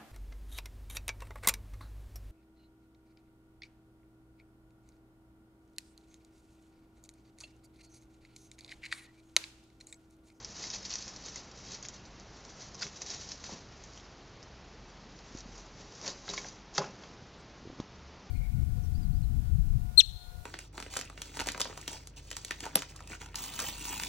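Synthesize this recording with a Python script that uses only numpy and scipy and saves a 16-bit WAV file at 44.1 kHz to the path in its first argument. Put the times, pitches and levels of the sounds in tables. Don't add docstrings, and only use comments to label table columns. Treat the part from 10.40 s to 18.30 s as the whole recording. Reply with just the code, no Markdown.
import sys
import numpy as np
from scipy import signal
from scipy.fft import rfft, irfft
from scipy.io import wavfile
from scipy.ndimage import uniform_filter1d

SR = 44100
rng = np.random.default_rng(int(sys.argv[2]) if len(sys.argv) > 2 else 0)


def put_to_file(sound):
    columns = np.atleast_2d(sound).T
    safe = np.clip(columns, -1, 1)
    whole_steps = np.round(safe * 32767)
    wavfile.write(sys.argv[1], SR, whole_steps.astype(np.int16))


def field_ratio(decibels):
    return 10 ** (np.asarray(decibels, dtype=float) / 20)


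N = 348390

# (frequency [Hz], level [dB per Hz])
CHIP_COLOUR = [(900, -31), (1700, -14.5), (3100, -14.5), (3600, -11), (4100, -7.5), (6000, -3.5),
               (7000, -7.5), (9000, -9.5)]


def evened(x):
    return x / np.sqrt(np.mean(x ** 2) + 1e-20)


def add(mix, s, sound):
    part = mix[round(s * SR):][:len(sound)]
    part += sound[:len(part)]


def coloured(x, points):
    f, db = np.transpose(points)
    hz = np.fft.rfftfreq(len(x), 1 / SR)
    gain_db = np.interp(np.log(hz + 1), np.log(f + 1), db)
    return irfft(rfft(x) * field_ratio(gain_db), len(x))


def column(table, index):
    return np.interp(np.arange(N) / SR, [row[0] for row in table], [row[index] for row in table])


def wander(width):
    return evened(uniform_filter1d(uniform_filter1d(rng.standard_normal(N), width), width))


def crackle(per_s, spread_db):
    size = field_ratio(spread_db * np.minimum(rng.exponential(1, N), 5))
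    sign = rng.choice([-1., 1.], N)
    return evened(size * sign * (rng.random(N) < per_s / SR))


def drone(table):
    turns = np.cumsum(column(table, 1) * (1 + .04 * wander(3000))) / SR
    return np.sqrt(2) * field_ratio(column(table, 2) - 0.6) * np.sin(2 * np.pi * turns)


def room():
    # (frequency [Hz], level [dB per Hz])
    hush = [(12, -42.5), (20, -7), (31, -4), (54, -5), (113, -3.5), (185, -5), (262, -6.5), (452, -8.5),
            (511, -10.5), (860, -11), (949, -12.5), (2490, -18.5), (5230, -21), (6540, -29.5), (7400, -35),
            (9620, -61), (16300, -120)]
    # (frequency [Hz], width [Hz], level [dB])
    room_modes = [
        (121.4, 13, -64.5),
        (190.3, 15, -64.5),
    ]
    # (time [s], pitch [Hz], level [dB])
    low_engine = [(0, 53.8, -62), (1.93, 48.9, -61.5), (2.15, 44.8, -66.5), (3.2, 45.6, -63.5),
                  (3.5, 45.6, -60), (4.2, 44.8, -67), (4.42, 44.4, -56), (4.7, 43.6, -62), (5.1, 41.8, -51),
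                  (5.45, 43.8, -60), (5.6, 43.2, -70), (5.87, 44.1, -58.5), (6.25, 43.5, -59.5),
                  (6.4, 48.3, -66), (7.3, 50.3, -67), (7.9, 42, -70)]
    high_engine = [(0, 66, -67), (1.9, 68, -67), (2.2, 71, -68), (3.0, 69, -58), (3.25, 70, -65),
                   (3.5, 71, -58), (3.9, 68, -75), (4.15, 68, -56), (4.5, 68, -65), (5.6, 69, -65),
                   (6.3, 71, -75), (7.15, 72, -61), (7.4, 71, -66), (7.66, 70, -52), (7.9, 70.7, -67)]
    hush_db = -52
    out = field_ratio(hush_db - 1.92) * evened(coloured(rng.standard_normal(N), hush))
    for hz, width, db in room_modes:
        b, a = signal.iirpeak(hz, hz / width, SR)
        out += field_ratio(db) * evened(signal.lfilter(b, a, rng.standard_normal(N)))
    return out + drone(low_engine) + drone(high_engine)


def fills():
    # (time [s], lower edge [Hz], upper edge [Hz])
    swells = [(1.675, 6200, 7600), (2.07, 6200, 7600), (2.165, 6200, 7600), (2.955, 5100, 7000),
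              (3.65, 4600, 5800), (4.49, 6200, 7500), (4.765, 5700, 7000), (4.885, 6200, 7600),
              (5.37, 5140, 6300), (7.0, 6920, 7600), (7.555, 4600, 6300)]
    level_db, length = -69, 2048
    out, envelope = np.zeros(N), np.sin(np.pi * np.arange(length) / length)
    for s, lo_hz, hi_hz in swells:
        edges = [(.97 * lo_hz, -80), (lo_hz, 0), (hi_hz, 0), (1.01 * hi_hz, -80)]
        band = coloured(rng.standard_normal(length), edges)
        add(out, s - .023, field_ratio(level_db) * envelope * evened(band))
    return out


def bumps():
    # (time [s], peak level [dB], pitch [Hz], length [cycles])
    touches = [(4.95, -30.5, 243, 0.74), (5.058, -39.5, 221.5, 1.6), (5.089, -41.5, 228, 1.2),
               (6.822, -44, 169, 1.2), (7.2277, -42, 239, 1.1), (7.2534, -40.5, 374, 2.3),
               (7.274, -36, 330, 0.96), (7.297, -41, 240, 1), (7.3011, -33.5, 350, 0.6),
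               (7.324, -47, 262, 1.2), (7.388, -40, 300, 1), (7.4, -26.5, 237, 1),
               (7.401, -30.5, 690, 0.71), (7.2655, -43, 262, 1), (7.285, -46, 200, 1.1),
               (7.3285, -42, 330, 1.1), (7.37, -49, 300, 1.1)]
    out, t = np.zeros(N), np.arange(1500) / SR
    for s, db, hz, cycles in touches:
        swing = np.sin(2 * np.pi * hz * t) * np.exp(-(hz * t / cycles) ** 3)
        add(out, s, field_ratio(db) * swing)
    return out


def knocks():
    # (time [s], peak level [dB], centre of the struck modes [Hz], ring [factor on the decay])
    blows = [(1.449, -40, 2280, 0.62), (2.414, -41, 1530, 0.69), (2.421, -47, 1460, 0.7),
             (2.425, -44, 200, 0.85), (2.43, -27, 2100, 0.66), (2.456, -38, 357, 0.56),
             (3.093, -35, 790, 0.4), (3.104, -43.5, 744, 0.36), (3.121, -39.5, 253, 0.6),
             (5.65, -42, 389, 1), (5.679, -36.5, 500, 1), (5.88, -32, 1300, 0.6), (5.892, -35.5, 390, 2.1),
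             (5.937, -37, 990, 0.5), (5.978, -34.5, 2200, 1), (5.979, -41, 900, 0.34),
             (6.045, -39, 1500, 0.34), (6.052, -36, 700, 0.44), (6.3805, -17.5, 1330, 0.5),
             (6.381, -30, 2900, 0.35), (6.384, -28, 184, 0.22), (6.383, -19.5, 415, 0.34),
             (6.386, -21.5, 900, 0.38), (6.385, -25, 616, .6), (6.396, -31, 560, 0.84),
             (6.424, -37, 560, 0.67), (6.402, -27.5, 420, 0.43), (6.412, -34, 850, .7),
             (6.422, -41, 1070, 0.99), (6.636, -40, 2300, 0.63), (6.407, -34.5, 180, .3),
             (6.432, -43, 1550, 0.89), (6.442, -34, 1050, .6), (6.452, -45, 300, 0.89),
             (6.472, -45, 704, 0.76), (6.487, -48.5, 563, 0.66), (6.494, -42, 170, 0.39),
             (5.4, -45.5, 333, 1.7), (5.52, -44, 407, 1.4), (5.664, -38, 2070, 1.1), (5.674, -42, 760, .8)]
    # (frequency [Hz], level [dB], t60 [s])
    door_modes = [(143, -4, 0.31), (189, 0, 0.14), (300, -9, 0.049), (404.5, -8.5, 0.19),
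                  (499, -10.5, 0.11), (559, -7, 0.063), (674, -4.5, 0.034), (760, -12.5, 0.087),
                  (847, -5, 0.06), (1016, -9, 0.085), (1275, -7, 0.034), (1370, -6.5, 0.026),
                  (1480, -13.5, 0.031), (1650, -5, 0.033), (1960, -4, 0.028), (2080, -9, 0.047),
                  (2177, -4, 0.042), (2640, -4, 0.067), (3090, -5, 0.049), (3420, 2, 0.048)]
    out, t = np.zeros(N), np.arange(9000) / SR
    hz, mode_db, t60 = np.transpose(door_modes)[:, :, None]
    for s, db, centre_hz, ring in blows:
        spot = rng.standard_normal((len(door_modes), 3))
        weight_db = mode_db - 7.3 * np.log2(hz / centre_hz) ** 2 + 1.3 * spot[:, :1]
        loaded_hz = hz * (1 + .015 * spot[:, 1:2])
        decay = field_ratio(weight_db - 60 * t / (t60 * max(ring, .05)))
        modes = decay * np.sin(2 * np.pi * loaded_hz * t + 2 * spot[:, 2:])
        contact = np.minimum(t * centre_hz / 0.69, 1)
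        blow = modes.sum(axis=0) * contact
        add(out, s, field_ratio(db) * blow / abs(blow).max())
    return out


def paws(index):
    # (time of the push [s], rustle level [dB], length [s], level of drag on the tray [dB])
    pushes = [(0.238, -39, 0.14, -50), (0.347, -37, 0.064, -48), (0.454, -39, 0.045, -58),
              (0.523, -38, .09, -52), (0.605, -43.5, 0.14, -64), (0.677, -43, 0.077, -54),
              (0.756, -53, 0.049, -62), (0.872, -42, .13, -54), (0.977, -43.5, 0.091, -56),
              (1.315, -41, 0.095, -56), (1.338, -42, 0.025, -55), (0.273, -44, .04, -59),
              (0.2, -47, .06, -54), (1.457, -45, 0.045, -67), (1.545, -49, .07, -59),
              (1.969, -51.5, .05, -65), (2.103, -50.5, .04, -61), (2.222, -45.5, 0.084, -54),
              (2.349, -71, 0.049, -55), (2.429, -34, 0.061, -47), (2.57, -43, 0.033, -54),
              (2.618, -39, 0.017, -48.5), (2.699, -37.5, 0.098, -49.5), (2.742, -41, 0.071, -49.5),
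              (2.822, -41.5, 0.085, -57), (2.914, -44, 0.077, -63), (3.062, -42, 0.05, -54),
              (3.121, -43, 0.11, -47), (3.572, -52.5, 0.093, -59),
              (4.964, -52, 0.16, -55.5), (5.17, -51.5, 0.21, -54), (5.41, -49, .05, -54),
             (5.652, -56, 0.13, -45.5), (5.676, -35, 0.066, -41), (5.894, -39.5, 0.055, -47),
             (5.938, -36.5, 0.02, -44), (5.984, -40.5, 0.14, -46.5), (6.073, -48.5, 0.11, -55.5),
             (6.358, -47, 0.032, -49), (6.378, -39, .04, -50), (6.418, -47, 0.13, -43),
             (6.638, -57.5, 0.22, -52), (7.395, -64, 0.089, -51)]
    rise_share = 0.45
    t = np.arange(0, N / SR + .002, .001)
    steps = np.array(pushes).T[:, :, None]
    push, length = steps[0], steps[2]
    away = np.maximum((push - t) / rise_share, (t - push) / (1 - rise_share)) / length
    level = np.linalg.norm(field_ratio(steps[index] - 10 * away), axis=0)
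    return np.interp(np.arange(N) / SR, t, level)


def drag():
    # (frequency [Hz], level [dB per Hz])
    tray_colour = [(90, -35.5), (180, -8.5), (400, -3), (700, -8.5), (1050, -6.5), (1550, -15),
                   (2200, -15.5), (3000, -19.5), (4500, -57.5)]
    idle_db = -60.5
    slips = crackle(per_s=2500, spread_db=1.5)
    return field_ratio(-6.5) * np.hypot(field_ratio(idle_db), paws(3)) * evened(coloured(slips, tray_colour))


def rustle():
    # (time [s], rustle level [dB])
    stir = [(0.0, -51), (0.13, -49), (0.72, -52.5), (1.06, -57.5), (1.22, -51), (1.61, -62), (2.12, -57.5),
            (2.5, -53.5), (3.0, -52), (3.25, -61), (3.52, -55), (3.63, -62), (4.07, -64), (4.86, -61.5),
            (5.24, -64.5), (5.59, -51), (5.85, -55), (6.16, -64.5)]
    grains = crackle(per_s=6000, spread_db=1.3) * field_ratio(1.6 * wander(300))
    return field_ratio(-2.5) * np.hypot(field_ratio(column(stir, 1)), paws(1)) * evened(coloured(grains, CHIP_COLOUR))


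def snaps():
    # (time [s], peak level [dB], pitch [Hz], low tick relative to the peak [dB])
    clean_snaps = [(0.0463, -28, 5400, -33), (0.504, -31.5, 5900, -18), (0.5135, -30, 4390, -23),
                   (0.528, -31, 4750, -20), (0.5378, -25, 5740, -25), (0.5547, -24, 5950, -14),
                   (0.624, -34.5, 5920, -25), (0.9585, -31, 6800, -18), (0.9647, -43.5, 5900, -22),
                   (0.2705, -38, 6270, -20), (0.356, -38.5, 5800, -16), (0.2195, -37, 4270, -20),
                   (0.495, -36.5, 6450, -18), (0.588, -39, 5700, -20), (0.6117, -40, 6150, -8),
                   (0.738, -40, 5000, -10), (0.8395, -42, 5100, -15), (1.344, -38, 5900, -19),
                   (1.66, -51, 6040, -14), (1.805, -45.5, 5000, -22), (3.0405, -37, 4570, -1),
                   (3.598, -47, 3500, -5), (5.9825, -36, 6080, -9), (6.356, -37, 6150, -21),
                   (6.363, -38.5, 3500, -24), (1.1133, -42.5, 5080, -14), (1.4505, -37, 6440, -1),
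                   (1.485, -28, 6930, -27), (1.7978, -43, 6040, -13), (2.3448, -39, 5970, -28),
                   (2.351, -37, 5400, -20), (2.4668, -37, 5780, -1), (2.7025, -32, 5650, -24),
                   (2.7102, -30, 6200, -20), (4.789, -44.5, 5360, -8), (4.986, -37, 6520, -25),
                   (5.6135, -37, 5180, -8), (5.9765, -31.5, 3760, -21), (6.3855, -38, 6050, -20)]
    soft_folds = [(0.301, -26, 5240, -21), (.339, -29, 4200, -25), (.31, -34, 5800, -25),
                  (0.451, -25.5, 4600, -27), (0.5063, -29, 5600, -22), (0.6783, -31.5, 5970, -1),
                  (0.761, -32, 5670, -20), (1.6516, -42.5, 4500, -6), (2.049, -40.5, 5500, -14),
                  (2.4284, -27.5, 4970, -19), (2.6175, -24.5, 6400, -7), (2.917, -25, 5470, -10),
                  (3.039, -31, 6560, -7), (3.437, -36, 6580, -17), (3.574, -39.5, 3060, -2),
                  (4.027, -38, 5000, -2), (5.677, -22, 4380, -10), (5.701, -28.5, 5070, -28),
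                  (5.936, -28, 6080, -3), (6.6354, -43.5, 4500, -4), (7.4, -38.5, 3500, -5)]
    crushed = [(0.165, -35, 6180, -12), (0.2385, -29, 4890, -6), (0.3264, -42, 5310, -19),
               (0.345, -32, 5700, -21), (0.428, -39, 5310, -18), (0.8599, -33, 6660, -14),
               (1.3178, -33.5, 6230, -15), (1.4253, -33, 6600, -12), (1.445, -42, 5280, -9),
               (2.418, -26, 4770, -13), (2.661, -32, 5900, -19), (2.888, -32.5, 5740, -25),
               (4.971, -38, 5970, -18), (5.004, -38, 5700, -10), (5.1783, -39, 6530, -17),
               (5.889, -34, 5000, -20), (5.897, -34, 6500, -20), (5.9084, -33, 5400, -2),
               (6.0839, -34.5, 6040, -20), (6.339, -40.5, 6800, -25), (6.348, -34, 5330, -22),
               (6.3634, -37, 4950, -25)]
    pings = [(0.2385, -52, 2100, -20), (0.9595, -50.5, 2080, -19), (2.412, -51, 1450, -20),
             (2.4223, -40.5, 1480, -20), (2.424, -36, 4910, -22), (5.8893, -38.5, 3940, -18),
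             (5.899, -41, 3870, -22), (5.937, -44.5, 1080, -10), (5.9773, -39.5, 2200, -3),
             (5.978, -48, 1007, -17), (6.0445, -50, 1600, -17), (5.983, -42, 2230, -18),
             (6.38, -34.5, 1344, -18), (6.417, -36, 1014, -20)]
    strikes = [(6.3786, -23.5, 6300, -10), (6.3796, -27.5, 3290, -8), (6.3807, -21, 4946, -16),
               (6.3825, -26, 4580, -10)]
    # (settling time [s], crack level [dB], ring t60 [s], rise [s], side partials [dB])
    kinds = [
        (0.033, -0.5, 0.0026, 0.00039, -9),
        (.04, -9, 0.0041, 0.001, -3.5),
        (0.063, -8, 0.0071, .0016, -6),
        (0.048, 4, 0.018, .0008, -10.5),
        (.014, 1, 0.0047, 0.00036, -7),
    ]
    # (frequency [ratio to its pitch], level [dB])
    partials = [(.79, -5.5), (.89, -3), (1.14, -2.5)]
    out, t = np.zeros(N), np.arange(5000) / SR
    settling = evened(coloured(crackle(per_s=7000, spread_db=2.5), CHIP_COLOUR))
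    tables = (clean_snaps, soft_folds, crushed, pings, strikes)
    for table, (settle, crack_db, ring, rise, side_db) in zip(tables, kinds):
        for s, db, hz, low_db in table:
            chord = np.sin(2 * np.pi * hz * t)
            for ratio, partial_db in partials:
                chord += field_ratio(side_db + partial_db) * np.cos(2 * np.pi * hz * ratio * t + hz)
            crack = chord * field_ratio(-60 * np.maximum(t - rise, 0) / ring) * np.minimum(t / rise, 1)
            tick = np.sin(2 * np.pi * 2100 * t) * field_ratio(low_db + 4.0 - 60 * t / 0.0019)
            start = round(s * SR) % (N - len(t))
            shuffle = settling[start:start + len(t)] * field_ratio(-11.5 - 60 * t / settle)
            shuffle *= np.minimum(t / (0.042 * settle), 1)
            add(out, s + .0006, field_ratio(db) * (field_ratio(crack_db) * (crack + tick) + shuffle))
    return out


def cage(x, t60, tail_db, echo_db, count=3):
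    # (delay [s], level [dB])
    wall_echoes = [(.0017, -10.5), (.0035, -13), (.0072, -18), (.011, -14.5)]
    t, out = np.arange(6000) / SR, np.zeros(N)
    turn = 2 * np.pi * 4.3 * np.arange(N) / SR
    for k in range(count):
        response = rng.standard_normal(len(t)) * field_ratio(-60 * t / t60) * np.minimum(t / 0.0096, 1)
        response *= field_ratio(tail_db) / np.linalg.norm(response)
        response[0] = 1
        for s, db in wall_echoes:
            add(response, s * rng.uniform(.75, 1.1), field_ratio(db + echo_db) * np.ones(1))
        share = np.sqrt(2 / count) * abs(np.cos(turn + k * np.pi / count))
        out += signal.oaconvolve(x * share, response / np.linalg.norm(response))[:N]
    return out / 0.89


def scene():
    bedding = cage(rustle() + field_ratio(2.0) * snaps(), t60=0.07, tail_db=-8.5, echo_db=2.0)
    frame = cage(drag() + field_ratio(-4.0) * knocks(), t60=0.37, tail_db=-5.0, echo_db=-8.0)
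    frame = coloured(frame, [(70, -28.0), (150, -0.5)])
    mono = bedding + frame + bumps() + room()
    return np.array([mono, mono])


def low_pass(x):
    return signal.sosfilt(signal.butter(12, 8280, fs=SR, output="sos"), x)


def record(dry):
    # (frequency [Hz], level [dB])
    microphone = [(6800, 0.5), (7200, -3.5), (7600, -12), (8000, -29), (8300, -43), (8700, -70),
                  (9500, -100)]
    limited = 0.21 * np.tanh(dry / 0.24)
    narrow = np.array([coloured(channel, microphone) for channel in limited])
    narrow += np.outer([1, -1], fills())
    return low_pass(narrow)


dry = scene()
out = record(dry)
put_to_file(out)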